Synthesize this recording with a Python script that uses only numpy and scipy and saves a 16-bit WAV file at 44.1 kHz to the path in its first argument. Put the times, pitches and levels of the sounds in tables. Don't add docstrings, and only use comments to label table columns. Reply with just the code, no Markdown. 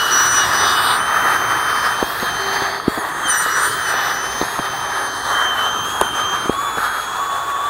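import sys
import numpy as np
from scipy import signal
from scipy.fft import rfft, irfft, next_fast_len
from scipy.io import wavfile
from scipy.ndimage import uniform_filter1d

SR = 44100
rng = np.random.default_rng(int(sys.argv[2]) if len(sys.argv) > 2 else 0)


def output_pcm(signal):
    pcm = np.clip(np.atleast_2d(signal).T, -1, 1) * 32767
    wavfile.write(sys.argv[1], SR, np.round(pcm).astype(np.int16))


def ratio(d):
    e = np.asarray(d, float) / 20
    return 10 ** e


N = 339129
T = np.arange(N) / SR
SLOW = T[::32]
HZ = np.fft.rfftfreq(next_fast_len(N), 1 / SR) + 1e-3
OCTAVE = np.log2(HZ)

# (time [s], wind and lawn level [dB], shaft unbalance level [dB])
LOW_LEVELS = [(0, -37.5, -39), (.55, -33.5, -38.5), (1.09, -36.5, -49), (1.3, -34.5, -48),
              (2.05, -38.5, -43), (2.33, -35, -53), (2.42, -36, -28.5), (2.8, -39, -37), (3.1, -38.5, -57),
              (4.2, -38, -38.5), (5.2, -38.5, -43.5), (5.5, -38.5, -74), (6.2, -36.5, -54),
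              (7.05, -43.5, -76), (7.69, -40, -70)]


def columns(table, at=T):
    s, *curves = np.transpose(table)
    return [np.interp(at, s, curve) for curve in curves]


def unit(x):
    return x / np.sqrt(np.mean(x ** 2))


def fine(x):
    return np.interp(T, SLOW, x)


def walk(rate):
    hold = max(int(len(SLOW) / T[-1] / rate), 1)
    held = np.repeat(rng.standard_normal(1200), hold)[:len(SLOW)]
    slewed = uniform_filter1d(np.resize(held, len(SLOW)), hold)
    return unit(uniform_filter1d(slewed, hold))


def bump(s, rise, fall):
    away = (SLOW - s) / np.where(SLOW < s, rise, fall)
    return (1 + np.cos(np.pi * np.clip(away, -1, 1))) / 2


def gate(at, start, end, move_s):
    return np.clip(np.minimum(at - start, end - at) / move_s + 0.5, 0, 1)


def tone(hz):
    return 2 * np.pi * np.cumsum(hz) / SR


def colour(points):
    hz, db = np.transpose(points)
    return ratio(np.interp(np.log(HZ), np.log(hz), db))


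def bands(gain, lo, hi, per_octave):
    size = next_fast_len(N)
    spectrum = rfft(rng.standard_normal(size)) * gain
    for hz in lo * 2 ** np.arange(0, np.log2(hi / lo), 1 / per_octave):
        away = np.clip((OCTAVE - np.log2(hz)) * per_octave, -1, 1)
        yield hz, irfft(spectrum * (1 + np.cos(away * np.pi)) / 2, size)[:N]


def blade_phase():
    # (time [s], frequency [Hz])
    blade_rate = [(0, 2954), (.955, 2961), (1.1, 3116), (2.31, 3109), (2.86, 3178), (3.25, 3190),
                  (3.33, 2960), (4.126, 3000), (4.33, 3104), (6.48, 3153), (6.56, 3390), (6.66, 3460),
                  (6.77, 3400), (6.89, 3280), (7.079, 3320), (7.259, 3423), (7.49, 3440), (7.66, 3480)]
    # (peak time [s], rise [s], fall [s], shift [Hz])
    pinches = [(.165, 0.15, 0.14, -17.5), (.46, .13, .11, -48.5), (1.03, 0.0602, .07, 25),
               (2.137, 0.17, 0.24, 134), (2.96, 0.14, .11, 182), (3.15, 0.084, 0.11, -13),
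               (3.372, 0.037, 0.051, -28), (3.524, 0.096, 0.12, -42.5), (3.785, .17, 0.12, 155.5),
               (4.525, 0.16, 0.15, 135), (5.612, 0.16, 0.1, -79.5), (5.945, 0.13, 0.11, 133)]
    hz = columns(blade_rate, SLOW)[0]
    hz = hz + sum(shift * bump(s, rise, fall) for s, rise, fall, shift in pinches)
    hz = uniform_filter1d(hz, size=40)
    return tone(fine(hz * (1 + 0.00087 * walk(60))))


def blade_whine(phase):
    # (time [s], level [dB])
    grip = [(0, -22.5), (.3, -32), (.95, -31), (1.1, -31.5), (2.0, -31.5), (2.55, -32), (2.85, -48.5),
            (3.2, -46.5), (3.45, -34.5), (4.4, -35), (5.28, -36.5), (5.36, -22.5), (5.65, -23.5),
            (5.93, -31.5), (6.29, -24), (6.6, -38), (7.24, -35.5), (7.69, -33.5)]
    # (time [s], level [dB])
    intake_aim = [(0, -32), (.12, -17.5), (.36, -17.5), (.72, -27.5), (1.15, -33), (1.99, -34.5),
                  (2.59, -34), (2.87, -48), (3.23, -39), (3.3, -20.5), (3.6, -32.5), (4.39, -30.5),
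                  (4.6, -36.5), (5.34, -34), (6.26, -31.5), (6.6, -38.5), (7.12, -39), (7.69, -46)]
    # level against the mean aim [dB], and share of the change of aim
    overtone_db, aim_share = [-0.5, -6.5, -21, -22.5], [1.0, 0.88, 0.32, 0.2]
    # (time [s], half length [s], gain [dB])
    shade_low = [(.41, .1, 7), (.485, 0.051, -13), (.78, 0.048, 6), (0.98, .03, -23), (2.162, 0.15, -8),
                 (2.895, .04, 10), (2.955, 0.054, 10), (3.271, 0.07, 20), (3.582, 0.14, -8),
                 (3.94, 0.044, -12), (4.146, 0.15, -3), (4.43, 0.025, -14), (4.49, 0.12, -5),
                 (4.572, 0.04, -16), (5.56, 0.021, -16), (6.675, 0.075, 6.5), (6.76, 0.037, 7),
                 (6.82, 0.05, -7), (7.515, 0.19, -6.5), (3.337, .05, 6)]
    # (time [s], half length [s], gain [dB])
    shade_mid = [(0.088, 0.043, -15), (0.49, 0.12, -13.5), (0.603, 0.26, 3), (0.883, 0.29, -9),
                 (2.13, 0.1, -27), (3.288, 0.018, -24), (3.47, 0.064, -14), (3.743, 0.13, -9),
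                 (4.492, 0.087, -5), (5.204, 0.12, -3), (5.568, 0.092, -10), (5.976, 0.14, -6),
                 (6.122, 0.043, -12), (6.537, 0.049, -18), (0.796, 0.041, -18), (2.66, 0.22, 4),
                 (2.91, .07, -10), (3.0, 0.027, 8), (3.08, .06, -6), (3.612, 0.16, 4.5), (6.799, .05, -3),
                 (7.37, 0.047, -5)]
    # (time [s], half length [s], gain [dB])
    shade_high = [(0.165, 0.14, -19), (0.474, 0.18, -9), (0.927, .2, 8.5), (1.661, 0.6, 4),
                  (2.03, 0.044, -3), (6.852, 0.14, 4), (2.6, .25, -6), (3.006, 0.045, 14),
                  (3.305, 0.052, 12), (3.353, .035, -8), (3.4, .05, 11.5), (3.494, 0.071, -14),
                  (3.655, 0.13, 15.5), (3.878, 0.095, 14), (3.984, 0.16, -5), (4.485, 0.11, -18),
                  (5.072, 0.17, 7.5), (5.654, 0.43, -10), (6.26, 0.14, -15), (7.453, 0.68, -27),
                  (1.4, .06, 0), (3.122, .1, 5.5), (4.194, .06, 3), (5.6, .1, 5), (6.21, .06, 8),
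                  (7.029, .2, 8)]
    # (time [s], half length [s], gain [dB])
    glints = [
        [(0, 0.18, 19), (.86, 0.21, 19), (1.45, .5, 8), (3.4, 0.22, 17), (3.64, 0.16, 19), (3.87, .06, 14),
         (4.07, 0.22, 16), (6.38, .2, 5), (.5, .14, 6), (2.15, .12, 8), (4.53, 0.097, 10), (5.6, .12, 10),
         (6.13, 0.16, 4), (6.62, .1, 12), (7.25, 0.16, 12)],
        [(.22, 0.28, 19), (.73, .07, 16), (.55, .15, 12), (5.3, .3, 5), (1.25, .5, 14), (1.9, .4, 12),
         (2.28, 0.055, 18), (2.55, .2, 8), (3.38, 0.17, 20), (3.75, 0.2, 14), (4.38, 0.12, 16),
         (4.76, 0.15, 15), (5.85, 0.059, 21), (6.2, .3, 3)],
    ]

    aim = columns(intake_aim, SLOW)[0]
    levels = columns(grip, SLOW)
    for db, share in zip(overtone_db, aim_share):
        levels.append(aim.mean() + db + share * (aim - aim.mean()))
    shades = [shade_low, shade_mid, shade_high] + glints
    whine = 0
    for order, (db, crossings) in enumerate(zip(levels, shades), start=1):
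        db = db + sum(gain * bump(s, half, half) for s, half, gain in crossings)
        echo = abs(1 + 0.9 * np.exp(1j * order * 0.34 * walk(15)))
        level = fine(echo / 1.91 * ratio(db + 1.0 * walk(45)))
        whine = whine + level * np.sin(order * phase)
    return np.sqrt(2) * whine


def shaft_unbalance(phase):
    db = columns(LOW_LEVELS, SLOW)[1] - 3.0 + 1.7 * walk(11)
    return np.sqrt(2) * fine(ratio(db)) * np.sin(phase / 8)


def air():
    # (frequency [Hz], density [dB per Hz])
    air_colour = [(180, -44), (300, -27), (398, -11.5), (554, -10.5), (734, -3), (1250, -2.5), (1400, -3),
                  (1740, -1.5), (2190, -17.5), (2910, -23.5), (3160, -14), (3670, -14), (5830, -24.5),
                  (11100, -29.5), (15800, -31)]
    # (frequency [Hz], width [Hz], gain [dB])
    cavities = [(1255, 132, 4.5), (3800, 480, -3.5), (4910, 660, -2.5), (7900, 410, 2), (11240, 200, 5),
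                (2620, 920, 2), (1900, 210, 4.5), (9300, 110, 7), (3400, 140, -2)]
    # (time [s], level [dB])
    flow = [(0, -27.5), (.15, -23), (1.95, -25.5), (2.07, -32), (2.23, -27.5), (2.65, -27.5), (2.83, -36),
            (3.0, -30.5), (3.22, -30.5), (3.3, -26), (3.63, -25), (3.71, -30), (4.04, -26), (4.32, -31),
            (5.26, -32.5), (5.36, -26.5), (6.45, -30.5), (7.69, -33.5)]
    # (time [s], level [dB])
    jet = [(0, -29.5), (.3, -34.5), (.41, -33), (.5, -33.5), (.62, -29.5), (.96, -30.5), (1.0, -40),
           (1.66, -36), (1.78, -36), (2.6, -37), (3.0, -46), (3.21, -45), (3.28, -38), (3.64, -36),
           (3.72, -35), (5.3, -37), (5.45, -39.5), (7.69, -46.5)]
    # (time [s], level [dB])
    leak = [(0, -48), (.12, -38.5), (.95, -41.5), (1.02, -43.5), (2.0, -49), (2.7, -50.5), (2.76, -60),
            (2.87, -65), (2.89, -44), (3.05, -49.5), (3.22, -40.5), (3.27, -43), (3.45, -35.5), (3.93, -52),
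            (4.28, -54.5), (5.8, -48.5), (6.5, -49), (7.69, -44.5)]
    # (frequency [Hz], share of flow, share of jet, share of leak)
    air_zones = [(800, 0.6, 0.028, 0.0067), (1460, 1.13, 0.011, 0.029), (1670, 1.02, 0.086, .02),
                 (2490, 0.76, 0.073, 0.011), (3700, 0.078, 0.6, 0.21), (5100, 0.27, 1.19, 0.025),
                 (7060, 0.043, 0.083, 0.8), (10700, 0.23, 0.44, 0.13), (14200, 0.13, 0.49, 0.27)]
    # (start [s], end [s], frequency [Hz], gain [dB])
    palm_shifts = [(0.362, .46, 3700, 2), (0.445, 0.505, 1440, -9), (0.583, .72, 3800, 2.5),
                   (2.89, 3.082, 13500, 8), (.84, 0.95, 3700, 7.5), (1.15, 1.427, 10900, 6.5),
                   (1.72, 1.9, 5100, 5), (2.026, 2.27, 14200, 10), (2.302, 2.76, 800, 3.5),
                   (2.202, 3.099, 4450, 6), (3.272, 3.428, 7040, 7.5), (3.551, 3.928, 7300, 6),
                   (3.855, 4.195, 1130, -4.5), (4.426, 4.617, 9490, 4.5), (4.795, 5.302, 960, 3.5),
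                   (5.103, 5.451, 2466, -5), (3.436, 3.752, 734, -13), (5.627, 5.989, 1994, -9.5),
                   (5.861, 6.046, 7120, 5), (5.819, 6.119, 12660, 2), (5.97, 6.093, 878, 4.5),
                   (6.094, 6.312, 1900, -1), (6.45, 6.675, 7470, 6), (6.5, 6.78, 1723, -4),
                   (6.78, 7.05, 11400, 9), (6.774, 7.014, 1380, 6.5), (6.79, 7.048, 4320, 7.5),
                   (6.998, 7.702, 1900, -6)]
    # (time [s], half length [s], gain [dB])
    surges = [(.16, 0.082, -2), (.395, 0.038, 3.5), (0.634, 0.042, 3.5), (0.724, 0.06, -2.5),
              (0.915, .05, 2.5), (1.08, 0.059, -1.5), (1.254, 0.068, 3.5), (1.385, 0.027, -3),
              (3.44, 0.026, -4.5), (3.578, 0.031, 3), (5.9, 0.057, -4), (6.133, 0.075, -2),
              (7.07, 0.11, -2), (7.466, .05, -2)]

    gain = colour(air_colour)
    for hz, width, db in cavities:
        gain = gain * ratio(db / (1 + ((HZ - hz) / width * 2) ** 2))
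    drives = np.array(columns(flow, SLOW) + columns(jet, SLOW) + columns(leak, SLOW))
    drives = drives - drives.mean(axis=1, keepdims=True)
    zone_hz, *zone_shares = np.transpose(air_zones)
    palm = np.array([db * gate(SLOW, start, end, move_s=0.058) for start, end, _, db in palm_shifts])
    palm_hz = np.array(palm_shifts)[:, 2]
    surge = sum(db * bump(s, half, half) for s, half, db in surges)
    gust = 0.4 * walk(14) + 1.3 * walk(32)

    out = 0
    for hz, band in bands(gain, lo=420, hi=18000, per_octave=5):
        shares = [np.interp(np.log(hz), np.log(zone_hz), share) for share in zone_shares]
        db = np.array(shares) @ drives
        db = db + np.exp(-(np.log2(hz / palm_hz) / 0.25) ** 2) @ palm
        db = db + surge / (1 + (hz / 2270) ** 4)
        flicker = 1.0 * walk(4.7) + 0.5 * walk(22)
        out = out + fine(ratio(db + gust + flicker)) * band
    late = T - 0.00078 * fine(1 + 0.035 * walk(3))
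    return ratio(-19) * unit(out + 0.19 * np.interp(late, T, out))


def shifting_bands(x):
    # (start [s], end [s], frequency [Hz], width [Hz], gain [dB])
    bands_swelling = [(0.0, 0.4, 13570.0, 900.0, 5.5), (0.0, 0.42, 4800, 500.0, 2.5),
                      (0.31, 0.45, 6680.0, 900.0, 6), (1.212, 2.009, 14250.0, 900.0, 4.0),
                      (1.953, 2.2, 4480.0, 500.0, 7), (1.97, 2.04, 690.0, 500.0, 4.5),
                      (2.07, 2.87, 2020.0, 260.0, 2), (2.12, 2.37, 9900, 899, 7), (2.57, 3.02, 4505, 500.0, 6.5),
                      (2.622, 3.423, 1900, 500.0, 2.5), (2.79, 3.04, 9130.0, 895, 7),
                      (3.003, 3.06, 650.0, 900.0, 6), (3.1, 3.55, 14690.0, 900.0, 4),
                      (3.102, 3.9, 4690.0, 500.0, 5.0), (3.75, 3.885, 1750, 900.0, 4),
                      (3.95, 4.402, 5670, 900.0, 5), (4.14, 4.59, 6890.0, 500.0, 8),
                      (4.835, 5.28, 1850, 900.0, 2), (4.838, 5.29, 9600.0, 900.0, 5),
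                      (4.858, 5.316, 684, 900.0, 2.5), (5.03, 5.28, 4610.0, 900.0, 5),
                      (5.45, 5.59, 14000, 900.0, 7.5), (5.46, 6.26, 3000, 500.0, 7.5),
                      (6.007, 6.088, 1425, 260.0, 8.5), (6.35, 7.146, 2260, 259.7, 7.5),
                      (6.38, 6.63, 4570.0, 900.0, 5.5), (7.289, 7.7, 9000, 140.0, 5),
                      (7.54, 7.625, 1250.0, 900.0, 3.5)]
    # (start [s], end [s], frequency [Hz], width [Hz], gain [dB])
    bands_sinking = [(0.0, 0.22, 7020.0, 500.0, -3), (0.0, 0.396, 2120, 500.0, -5),
                     (0.0, 0.4, 9260.0, 260.0, -7), (0.178, 0.446, 690.0, 900.0, -4.5),
                     (0.4, 1.2, 11240.0, 500.0, -4.0), (0.647, 0.9, 1950, 500.0, -5),
                     (0.72, 0.97, 5730.0, 900.0, -7), (0.74, 1.19, 6590.0, 900.0, -10),
                     (0.96, 1.757, 7410.0, 500.0, -10), (1.05, 1.85, 3400, 260.0, -6),
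                     (1.07, 1.87, 8530.0, 500.0, -5), (1.14, 1.59, 9900, 500.0, -8),
                     (1.25, 2.05, 6440, 900.0, -6), (2.21, 2.66, 5300.0, 500.0, -5.5),
                     (2.24, 3.04, 6290.0, 900.0, -6), (2.4, 3.2, 1410, 257, -4),
                     (2.43, 2.68, 8010.0, 500.0, -6.5), (2.97, 3.77, 2470, 500.0, -4.5),
                     (3.19, 3.99, 6460.0, 500.0, -8), (3.27, 3.41, 730.0, 260.0, -7),
                     (3.35, 3.8, 5560.0, 500.0, -6), (3.89, 4.141, 9260.0, 900.0, -8),
                     (4.29, 5.09, 8724, 500.0, -4), (4.293, 4.547, 1408, 500.0, -4.5),
                     (4.41, 4.86, 3270.0, 902, -2.5), (4.63, 5.433, 6230, 500.0, -4),
                     (4.69, 5.488, 13070, 900.0, -6), (5.25, 5.7, 5120.0, 500.0, -5.0),
                     (5.57, 6.37, 8570.0, 900.0, -5), (6.02, 6.815, 2010, 498, -5.5),
                     (6.5, 6.78, 5520, 1300, -4), (6.64, 6.89, 3570.0, 900.0, -2.5),
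                     (6.66, 7.46, 10470.0, 500.0, -1)]
    # (start [s], end [s], frequency [Hz], width [Hz], gain [dB])
    throats = [(.37, .46, 3670, 400, 6.5), (0.6, 0.81, 3630, 330, 6.5), (0.81, 0.94, 3700, 300, 3),
               (.52, 0.91, 4960, 330, 4), (.7, .96, 8000, 400, 4), (3.97, 4.12, 3570, 400, 5.5),
               (4.6, 5, 1230, 140, 1), (6.18, 6.5, 1160, 180, 4), (2.3, 2.75, 11200, 150, 4)]
    hz, s, cells = signal.stft(x, SR, nperseg=1024, noverlap=768)
    events = np.transpose(bands_swelling + bands_sinking + throats)
    start, end, centre, width, db = events[:, :, None]
    shape = np.exp(-4 * np.log(2) * ((hz - centre) / width) ** 2)
    held = db * gate(s, start, end, move_s=0.035)
    return signal.istft(cells * ratio(shape.T @ held), SR, nperseg=1024, noverlap=768)[1][:N]


def whistle():
    # (time [s], frequency [Hz], level [dB])
    whistle_parts = [
        [(6.5, 1092, -28), (6.59, 1128, -22.5), (6.63, 1170, -24), (6.69, 1123, -20), (6.715, 1087, -32),
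         (6.76, 1088, -36)],
        [(7.07, 1063, -27), (7.16, 1095, -34), (7.2, 1110, -22), (7.25, 1140, -21), (7.34, 1103, -24),
         (7.43, 1111, -28.5), (7.53, 1121, -20), (7.585, 1115, -23.5), (7.66, 1145, -20)],
    ]
    out = 0
    for part in whistle_parts:
        hz, db = columns(part, SLOW)
        start, end = part[0][0], part[-1][0] + 0.038
        fade = np.clip(np.minimum(SLOW - start, end - SLOW) / 0.011, 0, 1)
        phase = tone(fine(hz * (1 + 0.01016 * walk(90))))
        out = out + fine(fade * ratio(db + 0.71 * walk(50))) * np.sin(phase)
    return np.sqrt(2) * out


def around(s):
    return slice(int(s * SR) - 600, int(s * SR) + 3000)


def knocks():
    # (time [s], peak level [dB], frequency [Hz], rattle level [dB])
    knock_events = [(2.0281, -5, 380, -13.5), (2.0281, -6, 1000, -40), (2.8804, -11, 1050, -36),
                    (2.2277, -15.5, 290, -12), (2.6197, -20, 304, -13), (2.8816, 0.5, 293, -31),
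                    (2.9765, -14, 398, -21.5), (2.98, -18.5, 378, -20), (2.9833, -16, 420, -34),
                    (3.256, -21.5, 295, -25), (3.463, -13.5, 601, -20), (3.9403, -13, 700, -20),
                    (4.4154, -8.5, 350, -24), (4.4151, -5.5, 820, -40), (4.4283, -14, 330, -26),
                    (4.591, -22, 450, -22), (4.5904, -4, 950, -26), (4.597, -17, 261, -22),
                    (5.8838, -21, 402, -39), (6.013, -6.5, 601, -10), (6.0156, -9, 427, -37),
                    (6.0182, -9, 448, -34), (6.455, -23, 297, -18), (6.4965, -2, 330, -18),
                    (6.4968, -11, 720, -40), (6.772, -25, 360, -14.5), (6.785, -22, 200, -33)]
    out = np.zeros(N)
    shell = signal.butter(2, [200, 1000], "band", fs=SR, output="sos")
    dull = unit(signal.sosfilt(shell, rng.standard_normal(N)))
    for s, db, hz, rattle_db in knock_events:
        near = around(s)
        t = T[near] - s
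        push = -np.cos(2 * np.pi * hz * t) * np.exp(-(t * hz / np.where(t < 0, 0.48, 0.68)) ** 2)
        snap = t * hz - 0.22
        push += 0.13 * np.sin(2 * np.pi * 2.6 * snap) * np.exp(-(snap / 0.36) ** 2)
        push += 0.052 * (t > 0) * np.sin(2 * np.pi * 52 * t) * np.exp(-np.abs(t) / 0.012)
        rattle = (t > 0.7 / hz) * np.exp(-np.abs(t) / 0.0063) * dull[near]
        out[near] += ratio(db) * push + ratio(rattle_db) * rattle
    return out


def cracks():
    # (time [s], level [dB], frequency [Hz])
    crack_events = [(2.2, -17, 4100), (2.8, -10, 1250), (4.4152, -11.5, 4000), (6.0132, -12, 3700),
                    (6.0125, -11, 10900), (6.0136, -2, 1020), (6.0127, -13.5, 7200), (6.0146, -16, 9500),
                    (6.0126, -19, 8700), (6.0128, -21, 12700), (6.497, -23, 2380), (6.497, -32, 3300)]
    out = np.zeros(N)
    white = rng.standard_normal(N)
    for s, db, hz in crack_events:
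        near = around(s)
        t = T[near] - s
        mode = signal.iirpeak(hz, 5.0, SR)
        bright = signal.lfilter(*mode, signal.lfilter(*mode, white[near]))
        decay = np.exp(-np.abs(t) / np.where(t < 0, 0.00025, 0.056 / np.sqrt(hz)))
        out[near] += ratio(db) * decay * (np.sin(2 * np.pi * hz * t) + 0.35 * unit(bright))
    return out


def lawn():
    # (frequency [Hz], density [dB per Hz])
    lawn_colour = [(12, -46), (20, -23.5), (107, -9), (198, -12.5), (398, -7), (544, -20.5), (700, -14),
                   (910, -30), (1540, -120)]
    low = 0
    for hz, band in bands(colour(lawn_colour), lo=23.2, hi=560, per_octave=2.06):
        low = low + fine(ratio(0.18 * walk(3.86) + 2.0 * walk(10))) * band
    hum = fine(ratio(-12 + 3.5 * walk(10))) * np.sin(tone(fine(119.5 + 5.0 * walk(16))))
    mains_db = -52 + 7 * bump(2.4, 0.35, 0.45) + 2.9 * walk(3.8)
    mains = fine(ratio(mains_db)) * np.sin(tone(fine(57 + 2.13 * walk(24))))
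    return fine(ratio(columns(LOW_LEVELS, SLOW)[0])) * (unit(low) + hum) + mains


def scene():
    phase = blade_phase()
    pump = blade_whine(phase) + shaft_unbalance(phase) + shifting_bands(air()) + whistle()
    mono = pump + knocks() + cracks() + lawn()
    return np.array([mono, mono])


def roll_off(x):
    return signal.sosfilt(signal.butter(12, 15910, fs=SR, output="sos"), x)


def record(dry):
    low_pass = signal.ellip(14, 0.2, 80, 15750, fs=SR, output="sos")
    mix = np.clip(signal.sosfilt(low_pass, dry), -1, 1)
    return roll_off(mix)


dry = scene()
out = record(dry)
output_pcm(out)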